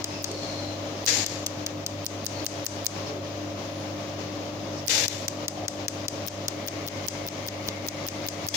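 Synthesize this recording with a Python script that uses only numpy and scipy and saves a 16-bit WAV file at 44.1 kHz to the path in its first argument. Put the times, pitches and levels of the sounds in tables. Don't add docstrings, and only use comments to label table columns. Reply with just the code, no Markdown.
import sys
import numpy as np
from scipy import signal
from scipy.fft import rfft, irfft
from scipy.io import wavfile
from scipy.ndimage import uniform_filter1d, minimum_filter1d

SR = 44100
rng = np.random.default_rng(int(sys.argv[2]) if len(sys.argv) > 2 else 0)


def file_out(sig):
    cols = np.atleast_2d(sig).T
    lim = np.clip(cols, -1, 1)
    pcm = np.round(lim * 32767).astype(np.int16)
    wavfile.write(sys.argv[1], SR, pcm)


N = 377496
T = np.arange(N) / SR
FREQ = np.maximum(np.arange(N // 2 + 1) * SR / N, 1)

# (time [s], squeal [dB], crack left [dB], crack right [dB], ring left [dB], ring right [dB])
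SHOTS = [(0.043, 22, 8, 3, 8, -9), (0.2433, 21, 7, -12, 7.5, -11), (1.0634, 24, 13, -8, 9, 7),
         (1.2637, 22, 9.5, -5, 4, 3), (1.4637, 18.5, 4, -9, 4.5, 1), (1.6643, 18, 3.5, -13, 0.5, 1),
         (1.8642, 21, 7.5, -6, 6, 0), (2.0647, 25.5, 12.5, -24, 9.5, -4), (2.265, 24.5, 11, -26, 11.5, -6),
         (2.4651, 26.5, 15, -17, 13.5, -1), (2.6653, 27.5, 15.5, -13, 14, -3),
         (2.8659, 24.5, 19, -10, 11.5, 4), (4.8815, 24.5, 14.5, -25, 13, -15), (5.0815, 26, 16, 1, 9, 10),
         (5.2816, 20.5, 6.5, -3.5, 7.5, 3), (5.4819, 22.5, 9.5, -2, 8.5, 4), (5.6821, 24, 11, 0, 10.5, 2),
         (5.8825, 24.5, 12.5, -2, 11, 7), (6.083, 24, 11, -2, 10.5, 3), (6.282, 26.5, -25, -9, 8, 6.5),
         (6.4827, 20.5, 8.5, -12, 7, 6), (6.6829, 21.5, -18, -9, 5.5, 0), (6.883, 23.5, -17, -23, 3.5, -6),
         (7.0843, 26, 12.5, -24, 13, -3), (7.2844, 24.5, -19, -19, 6, -4), (7.4841, 21.5, -17, -8, 1.5, 0),
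         (7.6846, 15, -26, -16, -2, -7), (7.885, 22, -17, -7, 5, 7.5), (8.0853, 24.5, -13, -15, 9, -2),
         (8.2854, 23.5, -8, -13, 11, -1.5), (8.486, 26.5, -2, -10, 14.5, 7)]
# (frequency [Hz], level [dB])
CRACK_COLOUR = [(500, -16), (2500, -23.5), (3800, -12), (4700, 0), (6200, 4.5), (8000, -4), (10000, -11),
                (12000, -11.5), (14000, -29), (16000, -27)]


def shots(right_lead_s=0.00014, knock_delay_s=0.00345, knock_right_db=-1, tick_s=0.00033):
    # (frequency [Hz], level [dB])
    knock_colour = [(100, 6), (400, 9), (1000, -4), (2500, 0.5), (4000, 11), (6500, -0.5), (9000, -34),
                    (14000, -15)]
    # (time [s], level [dB])
    spatter_pops = [(1.4674, 2), (5.285, 1)]
    out, t = np.zeros((2, N)), np.arange(SR // 110) / SR
    crack, knock = response(CRACK_COLOUR), response(knock_colour)
    for s, _, left_db, right_db, *_ in SHOTS:
        sides = [(s, left_db, 0), (s - right_lead_s, right_db, knock_right_db)]
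        for ear, (start, crack_db, knock_db) in zip(out, sides):
            add(ear, start - 0.0001, undb(crack_db) * crack)
            add(ear, start + knock_delay_s, undb(knock_db) * knock)
    for s, db in spatter_pops:
        for ear, gain in zip(out, pan_left(right_db=-4)):
            add(ear, s, undb(db) * gain * burst(np.exp(-t / tick_s), crack))
    return out


def rings(delay_s=0.0003, attack_s=0.00035, detune=0.0043, scatter_db=2, modes_db=-4,
          rattle_s=0.002, rattle_db=-5):
    # (frequency [Hz], level [dB], t60 [s])
    steel_modes = [(3404, -10, 0.015), (4660, -14, .012), (5050, 1.5, 0.017), (5350, 0.5, 0.019),
                   (5620, -4, 0.016), (6490, 2.5, 0.02), (6730, -7.5, 0.011), (7300, -6, 0.015),
                   (7800, -20, .012), (9170, -16, .012)]
    # (frequency [Hz], level [dB])
    rattle_colour = [(200, -24), (900, -15), (2200, -5), (3500, -11), (4300, -5), (5100, -4), (6500, 0),
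                     (7400, -13), (10000, -11), (13500, -11), (15200, 0), (16500, -22)]
    out, t = np.zeros((2, N)), np.arange(SR // 50) / SR
    hz, db, t60 = np.transpose(steel_modes)[:, :, None]
    colour, phases = response(rattle_colour), rng.random((2, len(steel_modes), 1))
    attack, decay = np.minimum(t / attack_s, 1), np.exp(-np.log(1000) * t / t60)
    for s, _, _, _, *levels_db in SHOTS:
        for ear, level_db, phase in zip(out, levels_db, phases):
            pitch, strength = rng.standard_normal((2, len(steel_modes), 1))
            modes = np.sin(2 * np.pi * (hz * (1 + detune * pitch) * t + phase)) * decay
            ring = unit(np.sum(undb(db + scatter_db * strength) * modes, axis=0) * attack)
            rattle = burst(np.exp(-t / rattle_s), colour)
            add(ear, s + delay_s, undb(level_db + modes_db) * ring)
            add(ear, s + delay_s, undb(level_db + rattle_db) * rattle)
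    return out


def room_spill(send_db=-14, t60_s=0.34, predelay_s=0.0097, damping_hz=9000):
    send, crack = np.zeros((1, N)), response(CRACK_COLOUR)
    for s, *_, ring_left_db, _ in SHOTS:
        add(send[0], s, undb(ring_left_db + send_db) * crack)
    t = np.arange(SR // 2) / SR
    decay = np.exp(-np.log(1000) * t / t60_s) * (t > predelay_s)
    tail = unit(rng.standard_normal((2, len(t))) * decay)
    tail = signal.lfilter(*signal.butter(2, damping_hz, fs=SR), tail)
    return signal.fftconvolve(send, tail, axes=-1)[:, :N] * pan_left(right_db=-9)


def ultrasound(hz=21000):
    out, t = np.zeros(N), np.arange(SR // 1000) / SR
    squeal = unit(np.hanning(len(t)) ** 2 * np.sin(2 * np.pi * hz * t))
    for s, db, *_ in SHOTS:
        add(out, s, undb(db) * squeal)
    return out


def spurts_and_scrape(attack_s=0.0073, kick_s=0.038, hold_s=0.1, fall_db_per_s=85, flutter_db=0.9):
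    # (time [s], level [dB], opening kick [dB])
    cues = [(1.068, -20, 12.7), (4.888, -18, 7.2), (8.536, -22, 3)]
    # (frequency [Hz], level [dB])
    colour = [(250, -33), (380, -16), (480, -2.5), (670, -19), (830, -5), (1100, -14.5), (1500, -7.5),
              (2000, 0), (2700, -1.5), (3250, -2), (3900, 0.5), (4750, 0), (5900, 3.5), (6700, 1.5),
              (7450, -4.5), (8300, -13), (12500, -20.5), (14700, -16), (16000, -43)]
    # (frequency [Hz], gain [dB])
    resonances = [
        [(1750, 2.5), (3200, -0.5), (4220, 5), (4800, 7.5), (5450, 2), (6720, 7.5), (7350, 9.5)],
        [(3000, 2.5), (3230, -2), (3530, 5), (4100, 0), (4780, 1.5), (5950, -3), (6620, -0.5)],
        [(3360, 12), (5170, 8)],
    ]
    # (frequency [Hz], right gain [dB])
    right_shadow = [(500, -1.5), (2000, -10)]
    out = np.zeros((2, N))
    for (s, db, kick_db), peaks in zip(cues, resonances):
        resonance_db = sum(peak_db * band(hz, width_hz=330) for hz, peak_db in peaks)
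        rush = noise(undb(across(colour, FREQ) + resonance_db))
        age = np.maximum(T - s, 0)
        attack = np.minimum(age / attack_s, 1) ** 2
        kick = kick_db * np.exp(-(age / kick_s) ** 2)
        fall = fall_db_per_s * np.maximum(age - hold_s, 0)
        out += rush * attack * undb(db + kick - fall)
    return shade(spread(out), right_shadow) * undb(flutter_db * drift(rate_hz=186))


def high_fizz(width_s=0.00087):
    # (time [s], left [dB], right [dB])
    cues = [(0.244, -40, -6), (1.065, -40, 1), (2.0656, -40, 3), (2.2657, -40, 2.5), (2.4654, -40, 4),
            (2.666, -40, 5), (2.8665, -40, 7), (4.8838, -40, 8), (5.0816, -22, -40), (6.2844, 11, -40),
            (6.6843, 4, -40), (6.885, 6, -4), (7.0855, -40, 5), (7.285, 5.5, -2), (7.4847, 2.5, -40),
            (7.6849, -7, -40), (7.8847, 2, -40), (8.0855, 3, 1), (8.284, 0, 0), (8.486, 2.5, 3)]
    # (lead [s], level [dB])
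    flicks = [(0.018, -7), (0.0095, -2.5), (0.0076, -2.5)]
    # (frequency [Hz], level [dB])
    flick_colour = [(1500, -21), (5000, -12.5), (8200, -24.5), (9700, -18), (13800, -16.5), (14800, 0),
                    (15400, -4), (16300, -18)]
    out, t = np.zeros((2, N)), np.arange(SR // 100) / SR
    colour, middle = response(flick_colour), t.mean()
    spike = np.exp(-np.abs(t - middle) / width_s)
    for s, *levels_db in cues:
        for lead_s, flick_db in flicks:
            for ear, db in zip(out, levels_db):
                add(ear, s - lead_s - middle, undb(db + flick_db) * burst(spike, colour))
    return out


def nozzle_whistles(sag_hz_per_s=670, core_width_hz=135, air_width_hz=450, air_db=-5):
    # (peak time [s], rise [s], fade [s], pitch at the peak [Hz], level [dB])
    whistles = [(0.46, 0.19, 0.34, 4290, -38.5), (2.4, 0.12, 0.099, 4370, -41.5)]
    tones = np.zeros(N)
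    for s, rise, fade, hz, db in whistles:
        pitch_hz = hz - sag_hz_per_s * (T - s)
        envelope = swell(s, 2 * np.where(T < s, rise, fade))
        tones += undb(db) * envelope * np.sin(2 * np.pi * np.cumsum(pitch_hz) / SR)
    core, air = np.exp(-(FREQ / core_width_hz) ** 2), np.exp(-(FREQ / air_width_hz) ** 2)
    turbulence = noise(core + undb(air_db) * air)
    return np.sqrt(2) * tones * turbulence * pan_left(right_db=-10)


def nozzle_hiss():
    # (time [s], level [dB])
    fader = [(6.3, -74), (6.6, -56), (7.8, -54), (8.56, -55)]
    # (centre [Hz], width [Hz], level [dB])
    resonances = [(2120, 630, 10), (9400, 780, -12)]
    hiss = sum(undb(db) * noise(band(hz, width)) for hz, width, db in resonances)
    return hiss * ride(fader) * pan_left(right_db=-6)


def swishes():
    # (peak time [s], length [s], centre [Hz], width [Hz], level [dB])
    cues = [(0.15, 0.14, 2620, 500, -48), (0.182, 0.34, 5150, 800, -45), (0.316, 0.0034, 5900, 8000, -31),
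            (0.33, 0.1, 400, 300, -38), (0.4, 0.72, 5400, 3900, -45), (0.975, 0.041, 5400, 1000, -45),
            (3.08, 0.06, 5100, 2600, -41.5), (3.11, 0.089, 425, 110, -38), (3.176, 0.08, 380, 60, -40),
            (3.78, 0.14, 10200, 2000, -62), (4.787, 0.055, 5400, 2500, -42), (5.61, 0.24, 716, 250, -39)]
    return sum(spread(noise(band(hz, width))) * undb(db) * swell(s, length)
               for s, length, hz, width, db in cues)


def fans(db=-35, swell_db=0.4, flutter_db=1, crossover_hz=800, hiss_db=-63.5):
    # (frequency [Hz], level [dB])
    air_colour = [(25, -26), (65, -16.5), (100, -6), (160, -6), (330, -2), (480, -5), (650, -4), (900, -9),
                  (1180, -8), (1450, -14), (2200, -12), (3300, -13), (4800, -14.5), (5300, -13),
                  (5750, -16.5), (6000, -14), (6700, -16.5), (8100, -33.5), (11000, -36.5)]
    # (frequency [Hz], right gain [dB])
    right_shadow = [(120, 0.5), (300, -5), (550, -2.5), (1000, -1.5), (2200, -8.5), (5000, -9.5),
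                    (10000, -20)]
    # (time [s], gain [dB])
    treble_fader = [(0, 0.5), (1.8, -0.8), (2.4, 0.8), (2.9, 0.2), (3.3, -1), (3.75, 0), (4.1, 0.2),
                    (4.6, -1.5), (5.5, -0.5), (8.56, 1)]
    air = shade(spread(noise(undb(across(air_colour, FREQ)))), right_shadow)
    bass = irfft(rfft(air) / (1 + (FREQ / crossover_hz) ** 4), N)
    treble = (air - bass) * ride(treble_fader)
    level = undb(db + swell_db * drift(rate_hz=1) + flutter_db * drift(rate_hz=12))
    hiss = undb(hiss_db) * noise(band(hz=14750, width_hz=1150)) * pan_left(right_db=-6)
    return (bass + treble) * level + hiss


def hum(waver_db=1.5, wander_rad=0.2, ear_rad_per_hz=0.29 / 500):
    # (frequency [Hz], left rms [dB], right rms [dB])
    tones = [(49.4, -63.5, -70), (99.8, -41.5, -42), (149, -51.5, -51.5), (195.6, -57, -52.5),
             (200.2, -51, -55.5), (256.7, -54.5, -52.5), (299.9, -39.5, -44.5), (329.2, -60, -53),
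             (441, -73, -53.5), (538.5, -52, -43.5), (559, -48, -48.5), (587.7, -45.5, -45),
             (637, -56.5, -55), (658.7, -54, -52), (686, -58, -48), (699, -63, -58.5)]
    out = np.zeros((2, N))
    for k, (hz, left_db, right_db) in enumerate(tones):
        phase = 2 * np.pi * (hz * T + rng.random()) + wander_rad * drift(rate_hz=1.36)
        shift = (-1) ** k * ear_rad_per_hz * hz
        waver = undb(waver_db * drift(rate_hz=12.5))
        out += undb([[left_db], [right_db]]) * np.sin([phase, phase + shift]) * waver
    return np.sqrt(2) * out


def undb(db):
    return 10 ** (np.asarray(db) / 20)


def ride(points):
    return undb(np.interp(T, *np.transpose(points)))


def swell(s, length):
    return np.exp(-(2 * (T - s) / length) ** 2)


def across(points, freq):
    hz, value = np.transpose(points)
    return np.interp(np.log(freq), np.log(hz), value)


def band(hz, width_hz):
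    return 1 / (1 + ((FREQ - hz) / (0.33 * width_hz)) ** 2)


def noise(gain):
    x = irfft(rfft(rng.standard_normal((2, N))) * gain, N)
    return x / x.std()


def drift(rate_hz):
    return noise(np.exp(-(FREQ / rate_hz) ** 2))[0]


def unit(x):
    return x / np.sqrt(np.sum(x ** 2, axis=-1, keepdims=True))


def response(points, size=512):
    freq = np.maximum(np.arange(size // 2 + 1) * SR / size, 1)
    cepstrum = irfft(np.log(undb(across(points, freq))))
    cepstrum[1:size // 2] *= 2
    cepstrum[size // 2 + 1:] = 0
    return unit(irfft(np.exp(rfft(cepstrum))))


def burst(envelope, colour):
    return unit(np.convolve(envelope * rng.standard_normal(len(envelope)), colour))


def add(out, s, x):
    i = int(round(s * SR))
    out[i:i + len(x)] += x[:max(N - i, 0)]


def pan_left(right_db):
    return np.array([[1], [undb(right_db)]])


def shade(pair, shadow):
    right = irfft(rfft(pair[1]) * undb(across(shadow, FREQ)), N)
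    return np.array([pair[0], right])


def spread(pair):
    # (frequency [Hz], correlation [0..1])
    ear_likeness = [(60, 0.88), (250, 1), (600, 0.81), (1200, 0), (4000, 0.0049)]
    likeness = across(ear_likeness, FREQ)
    mid, side = rfft(pair) * np.sqrt([(1 + likeness) / 2, (1 - likeness) / 2])
    return irfft([mid + side, mid - side], N)


def limiter(x, threshold_db=-2, ahead_s=0.017, hold_s=0.003, release_s=0.029):
    power = uniform_filter1d(np.max(x ** 2, axis=0), SR // 1000)
    over_db = np.maximum(10 * np.log10(np.maximum(power, 1e-12)) - threshold_db, 1e-9)
    size = int((ahead_s + hold_s) * SR)
    held_db = -minimum_filter1d(-over_db, size, origin=size // 2 - int(ahead_s * SR))
    cut_db = np.exp(np.maximum.accumulate(np.log(held_db) + T / release_s) - T / release_s)
    return x * undb(-uniform_filter1d(cut_db, SR // 250))


def scene():
    welding = shots() + rings() + ultrasound()
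    details = high_fizz() + room_spill() + spurts_and_scrape()
    nozzle = nozzle_whistles() + nozzle_hiss()
    return welding + details + nozzle + swishes() + fans() + hum()


def record(dry):
    top_hz = 16500
    lowpass = signal.ellip(12, 0.2, 100, top_hz, fs=SR, output="sos")
    return signal.sosfilt(lowpass, limiter(dry))


dry = scene()
out = record(dry)
file_out(out)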